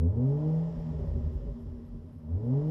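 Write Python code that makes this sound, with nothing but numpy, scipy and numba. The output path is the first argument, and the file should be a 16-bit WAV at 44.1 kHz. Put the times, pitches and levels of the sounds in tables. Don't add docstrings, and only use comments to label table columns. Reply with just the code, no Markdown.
import sys
import numpy as np
from scipy import signal
from scipy.io import wavfile
from scipy.ndimage import uniform_filter1d
from numba import njit

SR = 44100
rng = np.random.default_rng(int(sys.argv[2]) if len(sys.argv) > 2 else 0)


def output_pcm(signal):
    pcm = np.clip(np.atleast_2d(signal).T, -1, 1) * 32767
    wavfile.write(sys.argv[1], SR, np.round(pcm).astype(np.int16))


def gain_from_db(level_db):
    decades = np.asarray(level_db, float) / 20
    return 10 ** decades


N = 119070
LEAD = 8192

# frequency_hz, density_db (per Hz)
FLOOR_SPECTRUM = [(590, -35), (1000, -1), (2030, -19), (2450, -20.5), (3020, -22), (5300, -20),
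                  (6390, -32.5), (12300, -19), (14000, -33)]
WHINE_STARTS = [-.012, .255, .521, .786, 1.054, 1.32, 1.59, 1.852, 2.122, 2.178, 2.44, 2.659]
WHINE_LENGTHS = [.045, .042, .042, .045, .045, .045, .045, .045, .042, .02, .048, .045]
# pitch_hz, level_db
WHINE_PARTIALS = [(8468, -96), (11289, -87), (14115, -92)]
# frequency_hz, density_db (per Hz)
HISS_SPECTRUM = [(590, -30), (1000, 0), (1080, -18), (1880, -15), (2190, -21), (5360, -26.5), (9620, -48.5),
                 (11500, -38.5), (14000, -31)]
# centre_hz, width_hz, level_db
BAY_RESONANCES = [(1855, 440, -75), (3070, 1300, -76.5), (5180, 1300, -78.5), (7080, 1900, -85.5)]
# peak_s, length_s, rise_db (above its rest)
PANEL_SHAKES = [(0.301, 0.082, 12.5), (0.394, 0.074, 9), (0.773, 0.02, 15.5), (0.886, 0.063, 17),
                (1.022, 0.053, 16), (1.176, 0.084, 17), (1.305, 0.081, 0.5), (1.46, 0.047, 9),
                (1.569, 0.043, 15.5), (1.627, 0.044, 11.5), (1.735, 0.049, 8), (1.803, 0.076, 7.5),
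                (1.93, 0.021, 12), (1.985, 0.037, 10), (2.081, 0.089, 2.5), (2.144, 0.028, 1),
                (2.266, 0.078, 11), (2.36, 0.066, 13)]
# peak_s, length_s, pitch_hz, level_db
PIPE_FLARES = [(.004, 0.024, 158, -29), (.6, 0.13, 439, -50), (.7, 0.097, 444.4, -53.5),
               (.8, 0.044, 454, -53), (.95, .07, 448, -50.5), (1.7, 0.073, 134, -47),
               (2.17, 0.045, 148.4, -49), (.78, 0.036, 43, -33.5), (.925, 0.084, 71.7, -36),
               (.93, 0.053, 46.7, -44), (.975, 0.033, 78.5, -39), (1.02, 0.07, 55.8, -36.5),
               (1.05, .04, 160.7, -38), (1.022, 0.073, 577, -52), (1.095, 0.032, 553, -49.5),
               (1.158, 0.033, 560, -49), (1.261, 0.026, 153, -40), (1.349, 0.16, 379.4, -53.5),
               (1.6, 0.073, 394, -56), (1.02, 0.049, 403, -49), (1.09, 0.039, 79.66, -31),
               (1.12, 0.065, 51, -32.5), (1.173, 0.087, 79, -30.5), (1.17, 0.066, 127, -40),
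               (1.17, 0.039, 388.4, -46), (1.26, .09, 77.33, -28.5), (1.26, 0.069, 47.3, -40),
               (1.35, 0.053, 69, -32.5), (1.37, 0.09, 47.6, -33.5), (1.43, 0.031, 132, -39),
               (1.43, 0.028, 555, -50.5), (1.48, 0.081, 52, -33.5), (1.485, 0.025, 410, -46.5),
               (1.495, 0.044, 567, -50.5), (1.52, 0.029, 139, -45), (1.63, 0.049, 83.6, -42),
               (1.655, 0.039, 48, -39), (1.71, 0.061, 84.5, -39.5), (1.74, 0.12, 380.4, -56.5),
               (1.78, .05, 60.5, -46), (1.92, 0.051, 45.28, -43), (1.945, 0.035, 120, -50),
               (2.08, 0.091, 87.34, -47), (2.155, 0.042, 95.15, -44)]
# peak_s, level_db
AFTERFIRE_THUMPS = [
    (0.778, -62),
    (0.923, -42),
    (1.16, -40.5),
    (1.466, -43),
    (1.657, -43),
    (1.712, -67),
    (1.943, -43),
]
# time_s, firing_rate_hz, even_firing_db, overtone_db (sharpness), burble_db
ENGINE_COURSE = [(0, 79.84, -24.5, -12.5, -50), (.05, 85.29, -24.5, -9.5, -56.5),
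                 (.095, 95.17, -24, -21, -48.5), (.15, 114.6, -29, -2, -39.5),
                 (0.248, 133.6, -26, -4.5, -58.5), (.33, 144.3, -25.5, -5.5, -47),
                 (0.448, 155.1, -30, 2.5, -54.5), (0.619, 164.3, -31, -6.5, -62),
                 (0.701, 164.5, -39, -10, -45), (.86, 158.9, -38.5, -20.5, -54),
                 (0.999, 150.8, -39, -19, -45), (1.32, 143.1, -51, -32, -39), (1.52, 115.6, -53, -5, -50),
                 (2.19, 71.89, -48.5, -13, -55), (2.32, 86, -29, -16, -44), (2.44, 116.5, -31.5, -1, -45),
                 (2.56, 141.5, -24.5, -4.5, -62), (2.7, 160.6, -32.5, 2, -40)]
CYLINDER_LEVELS = [0.1, 0.6, 0.4, -0.1, -0.3, 0.2]
# centre_hz, width_hz, even_db, burble_db, roar_db
RESONANCES = [(44, 49, -16, -2.5, -0.5), (83.06, 21, 0, 2.5, -5), (135.4, 47.7, 1, -3.5, 2.5),
              (156, 20.4, 1, -13.5, -0.5), (247.9, 27.3, 2.5, -6.5, -5.5), (306.8, 22.7, -11, -16, -6.5),
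              (387.7, 69, -22, -14, -7), (426.8, 29.8, -1.5, -14, -13), (482.7, 54, -5, -21, -9),
              (562.4, 64, -10.5, -34.5, -6.5), (610, 64, -10.5, -38, -4), (808, 265, -14, -56.5, -14),
              (986.4, 55, -20, -60, -19), (1245, 460, -58.5, -54.5, -32)]
OPPOSED_RANGE = 275, 405


def set_rms(x, db):
    return x * gain_from_db(db) / np.sqrt(np.mean(x ** 2))


@njit
def band_pass(x, hz, width, sr):
    y, band, low = np.empty(len(x)), 0., 0.
    g, damping = np.tan(np.pi * hz / sr), width / hz
    for i in range(len(x)):
        v = (band + g * (x[i] - low)) / (1 + g * (g + damping))
        band = 2 * v - band
        low = low + 2 * g * v
        y[i] = damping * v
    return y


def ring(x, hz, width):
    hz, width, sr = float(hz), float(width), float(SR)
    return band_pass(band_pass(x, hz, width, sr), hz, width, sr)


def walk(rate_hz, size):
    hold = int(SR / rate_hz)
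    levels = rng.standard_normal(size // 800)[:size // hold + 1]
    steps = np.repeat(levels, hold)
    return 1.3 * uniform_filter1d(uniform_filter1d(steps, hold), hold)[:size]


def coloured_noise(spectrum, size, flicker_db):
    hz_points, db_points = np.array(spectrum).T
    out = 0
    for hz in 1000 * 2 ** (np.arange(12) / 3):
        db = np.interp(np.log(hz), np.log(hz_points), db_points) + flicker_db * walk(12, size)
        out = out + gain_from_db(db) * ring(rng.standard_normal(size), hz, hz / 2.4)
    top = signal.ellip(6, .5, 30, 12800, fs=SR, output="sos")
    return set_rms(signal.sosfilt(top, out), 0)


def pulses(at, size, length):
    out, i = np.zeros(length + 2), at.astype(int)
    np.add.at(out, i, size * (1 - at + i))
    np.add.at(out, i + 1, size * (at - i))
    return out[:length]


def swell(t, peak_s, length_s):
    u = (t - peak_s) / length_s
    return np.exp(-4 * np.where(u < 0, u, u / 1.32) ** 2)


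def camera(t):
    on = 0
    for start_s, length_s in zip(WHINE_STARTS, WHINE_LENGTHS):
        to_edge = np.minimum(t - start_s, start_s + length_s - t)
        on = on + np.clip(to_edge / .004, 0, 1)
    tone = sum(gain_from_db(db) * np.sqrt(2) * np.sin(2 * np.pi * hz * t) for hz, db in WHINE_PARTIALS)
    return gain_from_db(-75.5) * coloured_noise(FLOOR_SPECTRUM, len(t), 1.1) + on * tone


def engine_bay(t, hz, phase):
    time_s, _, firing_db, _, _ = np.array(ENGINE_COURSE).T
    load_db = 0.091 * (np.interp(t, time_s, firing_db) + 35)
    lagging_hz = uniform_filter1d(hz, size=6000, origin=2900)
    speed_db = 10.5 * np.log2(lagging_hz / 160)
    gate = 1 + 0.068 * np.cos(2 * np.pi * phase)
    wash = gain_from_db(-66) * coloured_noise(HISS_SPECTRUM, len(t), 1.0)
    bands = sum(set_rms(ring(rng.standard_normal(len(t)), f, w), db) for f, w, db in BAY_RESONANCES)
    return (wash + bands) * gate * gain_from_db(load_db + speed_db)


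def panel(t):
    hz = 234.4 + 4.5 * walk(24.96, len(t))
    fits = 1 + sum(gain_from_db(db) * swell(t, s, length) for s, length, db in PANEL_SHAKES)
    level = gain_from_db(-59 + 1.5 * walk(17, len(t)))
    return fits * level * np.sqrt(2) * np.sin(2 * np.pi * np.cumsum(hz) / SR)


def flares(t):
    sag = .03
    start_phase = 2 * np.pi * rng.random(60)
    out = 0
    for (peak_s, length_s, hz, db), start in zip(PIPE_FLARES, start_phase):
        since = t - peak_s
        cycles = hz * since * (1 - sag * since / length_s / 2)
        tone = np.sin(2 * np.pi * cycles + start)
        out = out + gain_from_db(db) * np.sqrt(2) * swell(t, peak_s, length_s) * tone
    return out


def afterfire_thumps(t):
    width_s = 0.0015 / 4
    return sum(30 * gain_from_db(db) * np.exp(-.5 * ((t - s) / width_s) ** 2) for s, db in AFTERFIRE_THUMPS)


def firings(t, hz, phase):
    n = len(t)
    time_s, _, *levels_db = np.array(ENGINE_COURSE).T
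    load, sharp, burble = (gain_from_db(np.interp(t, time_s, db)) for db in levels_db)
    k = np.arange(1, int(phase[-1]))
    timing, strength, misfire = rng.standard_normal((600, 3))[:len(k)].T
    at = np.interp(k + 0.0069 * timing, phase, np.arange(n))
    unit = SR / np.interp(at, np.arange(n), hz) / np.sqrt(2)
    cylinder_db = np.array(CYLINDER_LEVELS)[k % 6] + 1.22 * strength
    clicks = pulses(at, unit * gain_from_db(cylinder_db), n)
    clicks = signal.sosfiltfilt(signal.butter(2, 500, fs=SR, output="sos"), clicks)
    fundamental = np.sqrt(2) * np.cos(2 * np.pi * phase)
    even = load * (sharp * clicks + (1 - sharp) * fundamental)
    banks = gain_from_db(-1.5) * (-1.) ** k
    uneven = pulses(at, unit * (misfire + banks), n)
    return load, burble, even, uneven


def exhaust(t, hz, phase):
    n = len(t)
    load, burble, even, uneven = firings(t, hz, phase)
    thumps = afterfire_thumps(t)
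    out = panel(t) + flares(t)
    low_hz, high_hz = OPPOSED_RANGE
    for f, width, even_db, burble_db, roar_db in RESONANCES:
        flow = 30 * gain_from_db(-10) * rng.standard_normal(n)
        lumps = gain_from_db(4 * walk(14, n))
        rough = burble * (uneven + flow) * lumps + thumps
        if f < 100 or low_hz < f < high_hz:
            side = -1
        else:
            side = 1 if f < 550 else gain_from_db(-8)
        out = out + ring(side * gain_from_db(even_db) * even + gain_from_db(burble_db) * rough, f, width)
        octaves_up = max(np.log2(f / 250), 0)
        speed_db = (8 + 1.2 * octaves_up) * np.log2(hz / 160)
        roar = 30 * gain_from_db(-52 + speed_db) * (50 * load) ** (0.29 * octaves_up)
        out = out + gain_from_db(roar_db) * ring(roar * rng.standard_normal(n), f, width * 0.85)
    return signal.sosfilt(signal.butter(2, 1450, fs=SR, output="sos"), out)


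def scene():
    t = np.arange(-LEAD, N) / SR
    time_s, rate_hz = np.array(ENGINE_COURSE).T[:2]
    hz = uniform_filter1d(np.interp(t, time_s, rate_hz), size=1500)
    phase = np.cumsum(hz) / SR
    mix = exhaust(t, hz, phase) + engine_bay(t, hz, phase) + camera(t)
    return mix[None, LEAD:]


def low_pass(x):
    return signal.sosfilt(signal.butter(12, 14320, fs=SR, output="sos"), x)


def record(dry):
    mix = signal.sosfilt(signal.butter(2, 25, "high", fs=SR, output="sos"), dry)
    return low_pass(mix)


dry = scene()
out = record(dry)
output_pcm(out)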